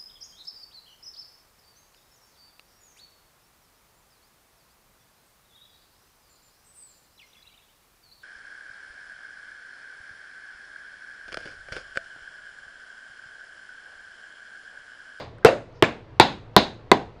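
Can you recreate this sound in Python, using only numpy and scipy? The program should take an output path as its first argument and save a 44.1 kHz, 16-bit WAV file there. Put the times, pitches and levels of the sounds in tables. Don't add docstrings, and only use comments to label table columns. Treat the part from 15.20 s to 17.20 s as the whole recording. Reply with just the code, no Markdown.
import sys
import numpy as np
from scipy import signal
from scipy.io import wavfile
from scipy.ndimage import uniform_filter1d

SR = 44100
rng = np.random.default_rng(int(sys.argv[2]) if len(sys.argv) > 2 else 0)


def wrap_up_sound(samples):
    columns = np.atleast_2d(samples).T
    tamed = np.clip(columns, -1, 1)
    steps = np.round(tamed * 32767).astype(np.int16)
    wavfile.write(sys.argv[1], SR, steps)


def linear_from_db(decibels):
    return 10 ** (np.asarray(decibels, float) / 20)


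N = 88200
LEAD = 8820


def evened(x):
    return x / np.sqrt(np.mean(x ** 2) + 1e-20)


def read(points, hz):
    f, value = np.transpose(points)
    return np.interp(np.log(hz + 1), np.log(f + 1), value)


def bump(hz, rows):
    return sum(db * np.exp(-.5 * ((hz - f) / width) ** 2) for f, width, db in rows)


def add(mix, start_s, sound):
    part = mix[LEAD + round(start_s * SR):][:len(sound)]
    part += sound[:len(part)]


def ring(hz, db, t60_s, rise_s, lag_s=0):
    t = np.maximum(np.arange(8000) / SR - lag_s, 0)
    envelope = linear_from_db(db - 60 * t / t60_s) * (1 - np.exp(-t / rise_s))
    return envelope * np.sin(2 * np.pi * hz * t)


def noise(length, size, field_db):
    hop = size / 4
    frames = length * 4 // size + 5
    hz = np.fft.rfftfreq(size, 1 / SR)[:, None]
    real, imag, rough = rng.standard_normal((frames, len(hz), 3)).T
    smooth = uniform_filter1d(rough, size=3, axis=0)
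    patches = evened(uniform_filter1d(smooth, size=5, axis=1))
    t = np.arange(frames)[None] * hop / SR
    spectra = (real + 1j * imag) * linear_from_db(field_db(hz, t, patches))
    return signal.istft(spectra, nperseg=size, noverlap=size * 3 // 4)[1][:length]


# frequency in Hz, level in dB.
HUM_SPECTRUM = [(40, -3), (120, 2.5), (200, -13.5), (420, -8), (1100, -18), (4500, -35.5), (11000, -65),
                (15000, -71.5)]


def hum():
    air_db, line_hz, line_db, patch_db = -47.5, 111, -53, 1.8
    air = evened(noise(N, size=2048, field_db=lambda hz, t, p: read(HUM_SPECTRUM, hz) + patch_db * p))
    wander = evened(uniform_filter1d(rng.standard_normal(N), size=3000))
    phase = 2 * np.pi * np.cumsum(line_hz + 3.26 * wander) / SR
    line = (1 + 0.351 * wander) * np.sin(phase)
    return linear_from_db(air_db) * air + linear_from_db(line_db) * line


# start in seconds, level in dB, frequency in Hz, t60 in seconds.
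REBOUNDS = [(.2645, -15.5, 2690, 0.091), (.2655, -29, 4720, 0.059), (.283, -22, 525, 0.15),
            (.638, -18.5, 1740, 0.046), (.641, -19.5, 2300, 0.049), (.648, -17, 670, 0.012),
            (1.373, -20.5, 3750, .015), (1.378, -14, 3820, 0.034)]
# start in seconds, level in dB, frequency in Hz, t60 in seconds.
TICKS = [(0.184, -40, 1500, 0.023), (0.184, -51.5, 8300, 0.0036), (.185, -58, 5200, .004),
         (0.226, -45, 1580, 0.079), (.527, -56, 6000, 0.0046), (.565, -67, 6000, .004),
         (.908, -74, 6000, 0.0046)]
# start in seconds, level in dB, frequency in Hz, t60 in seconds.
LINGER = [
    (.64, -47, 7330, .15),
    (-.03, -42, 4750, .22),
    (.64, -46, 6100, .12),
]


def handling(mix_len):
    out = np.zeros(mix_len)
    roughness = .7
    for start_s, db, hz, t60_s in [*REBOUNDS, *TICKS, *LINGER]:
        wobble = evened(np.convolve(rng.standard_normal(8000), np.hanning(90), "same"))
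        add(out, start_s, (1 + roughness * wobble) * ring(hz, db, t60_s, t60_s / 30))
    rub_s, rub_len_s, rub_db, rub_hz, rub_width_hz = .57, .02, -65, 5000, 1300
    t = (np.arange(mix_len) - LEAD) / SR
    rub = noise(mix_len, size=256,
                field_db=lambda hz, s, p: -9 * ((hz - rub_hz) / rub_width_hz) ** 2 + 3.4 * p)
    stroke = np.exp(-.5 * ((t - rub_s) / rub_len_s) ** 2)
    return out + linear_from_db(rub_db) * evened(rub) * stroke


# frequency in Hz, level in dB.
TAIL_COLOUR = [(40, -26), (110, 3.5), (300, 0), (800, -2), (1500, -5.5), (3000, -16), (7000, -32),
               (14800, -57)]
# frequency in Hz, width in Hz, level in dB.
IRON_RING = [(3710, 360, 2.5), (4110, 1200, 11), (6600, 350, 3.5)]
# frequency in Hz, width in Hz, depth in dB.
HOUSING_DIPS = [(3150, 200, -4), (5720, 130, -7), (1250, 100, -4)]
# frequency in Hz, t60 in seconds.
SHOP_T60 = [(60, 0.42), (250, 0.42), (700, .3), (2000, 0.31), (4800, 0.29), (9000, 0.34), (14000, 0.1)]


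def shop(spot, tail_db, tilt_db_per_oct, echo, iron, stand_hz, stand_db, treble_db):
    echo_widen, stand_width_hz, treble_hz = 1.81, 100, 6000
    early_t60_s, late_db, patch_db, rise_s = .09, -9, 1, .007

    def field(hz, t, patches):
        modes = sum(linear_from_db(db) / (1 + ((hz - f) / (echo_widen * width)) ** 2) for f, width, db in spot)
        colour = read(TAIL_COLOUR, hz) + 20 * np.log10(1 + echo * modes)
        colour = colour + iron * bump(hz, IRON_RING)
        colour = colour + bump(hz, [*HOUSING_DIPS, (stand_hz, stand_width_hz, stand_db)])
        treble = treble_db / (1 + (treble_hz / (hz + 1)) ** 4)
        tilt = tilt_db_per_oct * np.log2(hz / 700 + 0.13)
        early = linear_from_db(-60 * t / early_t60_s) ** 2
        late = linear_from_db(late_db - 60 * t / read(SHOP_T60, hz)) ** 2
        return colour + treble + tilt + 10 * np.log10(early + late) + patch_db * patches

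    tail = noise(24000, size=512, field_db=field)
    t = np.arange(len(tail)) / SR
    return linear_from_db(tail_db) * tail / np.std(tail[:2000]) * (1 - np.exp(-(t / rise_s) ** 2))


# frequency in Hz, level in dB, t60 in seconds.
FACE = [(1500, 6, 0.006), (2300, 0.5, 0.0031), (3750, 11, 0.0055), (4317, -5, 0.0081), (5940, 4.5, 0.002),
        (7590, 0, 0.0017), (11660, -18, 0.0037)]


def strike(spot, sole_db, face_db, push_db, damp_s, bright_db_per_oct, lag_s):
    push_s, rise_cycles, widen = 0.00039, 0.54, 0.99
    sole = sum(ring(hz, db, 1.47 / (widen * width), rise_cycles / hz, lag_s) for hz, width, db in spot)
    t = np.arange(len(sole)) / SR
    sole *= np.exp(-(t / damp_s) ** 3)
    face = sum(ring(hz, db + bright_db_per_oct * np.log2(hz / 3000), t60_s, .00008, push_s / 2)
               for hz, db, t60_s in FACE)
    push = linear_from_db(push_db) * np.sin(np.pi * np.minimum(t / push_s, 1))
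    return push - linear_from_db(face_db) * face / abs(face).max() - linear_from_db(sole_db) * sole / abs(sole).max()


# frequency in Hz, width in Hz, level in dB.
SPOT_A = [(122, 13.4, -10), (229, 23, -15), (455, 49, 8.5), (560, 160, -5), (1030, 170, -6),
          (1298, 48, -12), (1385, 86, -5), (1630, 69, -9.5)]
SPOT_B = [(128, 13, -7.5), (377, 60, 5), (615, 92, -18.5), (668, 34, -5.5), (1070, 43, -6.5),
          (1920, 260, -19), (2300, 150, -6), (2990, 450, 6)]
SPOT_C = [(117, 13, -10.5), (364, 40, 0.5), (864, 91, 9), (1180, 110, -9.5), (1528, 120, -7),
          (1860, 43, -9), (2630, 140, -3.5), (3458, 140, -6.5)]
SPOT_D = [(130, 20, -5.5), (204, 29, 1.5), (388, 59, 5.5), (770, 63, 2.5), (1011, 60, 4), (1520, 330, -7.5),
          (1940, 43, -9.5), (4070, 91, -6)]
SPOT_E = [(120, 13, -10.5), (238, 20, 2), (394.4, 44, 11.5), (766, 27, 3.5), (992, 80, 13.5),
          (1730, 100, -11), (2030, 43, 3.5), (3410, 167, -12)]
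# start in seconds, sole in dB, hammer face in dB, shop tail in dB,
# tail brightness in dB per octave.
BLOWS = [
    (-.085, 27, -4, -15.5, 3),
    (.2481, 5.5, -6, -9, 2.5),
    (.6243, 1.5, -8, -16, 1),
    (0.9985, 7.5, 7, -11, 0.5),
    (1.3645, 6, 10, -12.5, 0),
    (1.7157, 6.5, 1, -15, -0.5),
]
# push in dB, sole damping time in seconds, face brightness in dB per octave,
# sole lag in seconds.
CONTACT = [(0, .011, 0, .001), (2.5, 0.015, 11.5, 0.001056), (1.5, .013, 6.5, .001),
           (3.5, 0.023, -3, 0.001054), (-0.5, 0.0081, 2, 0.00064), (0, 0.011, 0, 0.001048)]
# sole echo from 0 to 2, iron from 0 to 2, stand in Hz, stand in dB, treble in dB.
RING_SHARE = [(.4, 0.86, 660, 6, -5.5), (.6, .3, 590, 12.5, -1.5), (.4, .3, 667, 3, -4),
              (0.401, 1.26, 830, 2.5, 2), (.4, 1.5, 700, 5.5, 6.5), (0.401, 0.82, 714, 5.5, 3)]


def scene():
    mix = handling(N + LEAD)
    spots = [SPOT_E, SPOT_A, SPOT_B, SPOT_C, SPOT_D, SPOT_E]
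    for blow, spot, share, contact in zip(BLOWS, spots, RING_SHARE, CONTACT):
        start_s, sole_db, face_db, tail_db, tilt_db_per_oct = blow
        add(mix, start_s, strike(spot, sole_db, face_db, *contact))
        add(mix, start_s, shop(spot, tail_db, tilt_db_per_oct, *share))
    mic_low_hz = 97
    mix = signal.sosfilt(signal.butter(2, mic_low_hz, "high", fs=SR, output="sos"), mix)
    return (mix[LEAD:] + hum())[None]


def low_pass(x):
    return signal.sosfilt(signal.butter(12, 15000, fs=SR, output="sos"), x)


def record(dry):
    clip_level, edge_hz = .98, 14200
    flat = np.clip(dry, -clip_level, clip_level)
    band = signal.oaconvolve(flat, signal.firwin(81, edge_hz, fs=SR)[None], "same")
    return low_pass(band)


dry = scene()
out = record(dry)
wrap_up_sound(out)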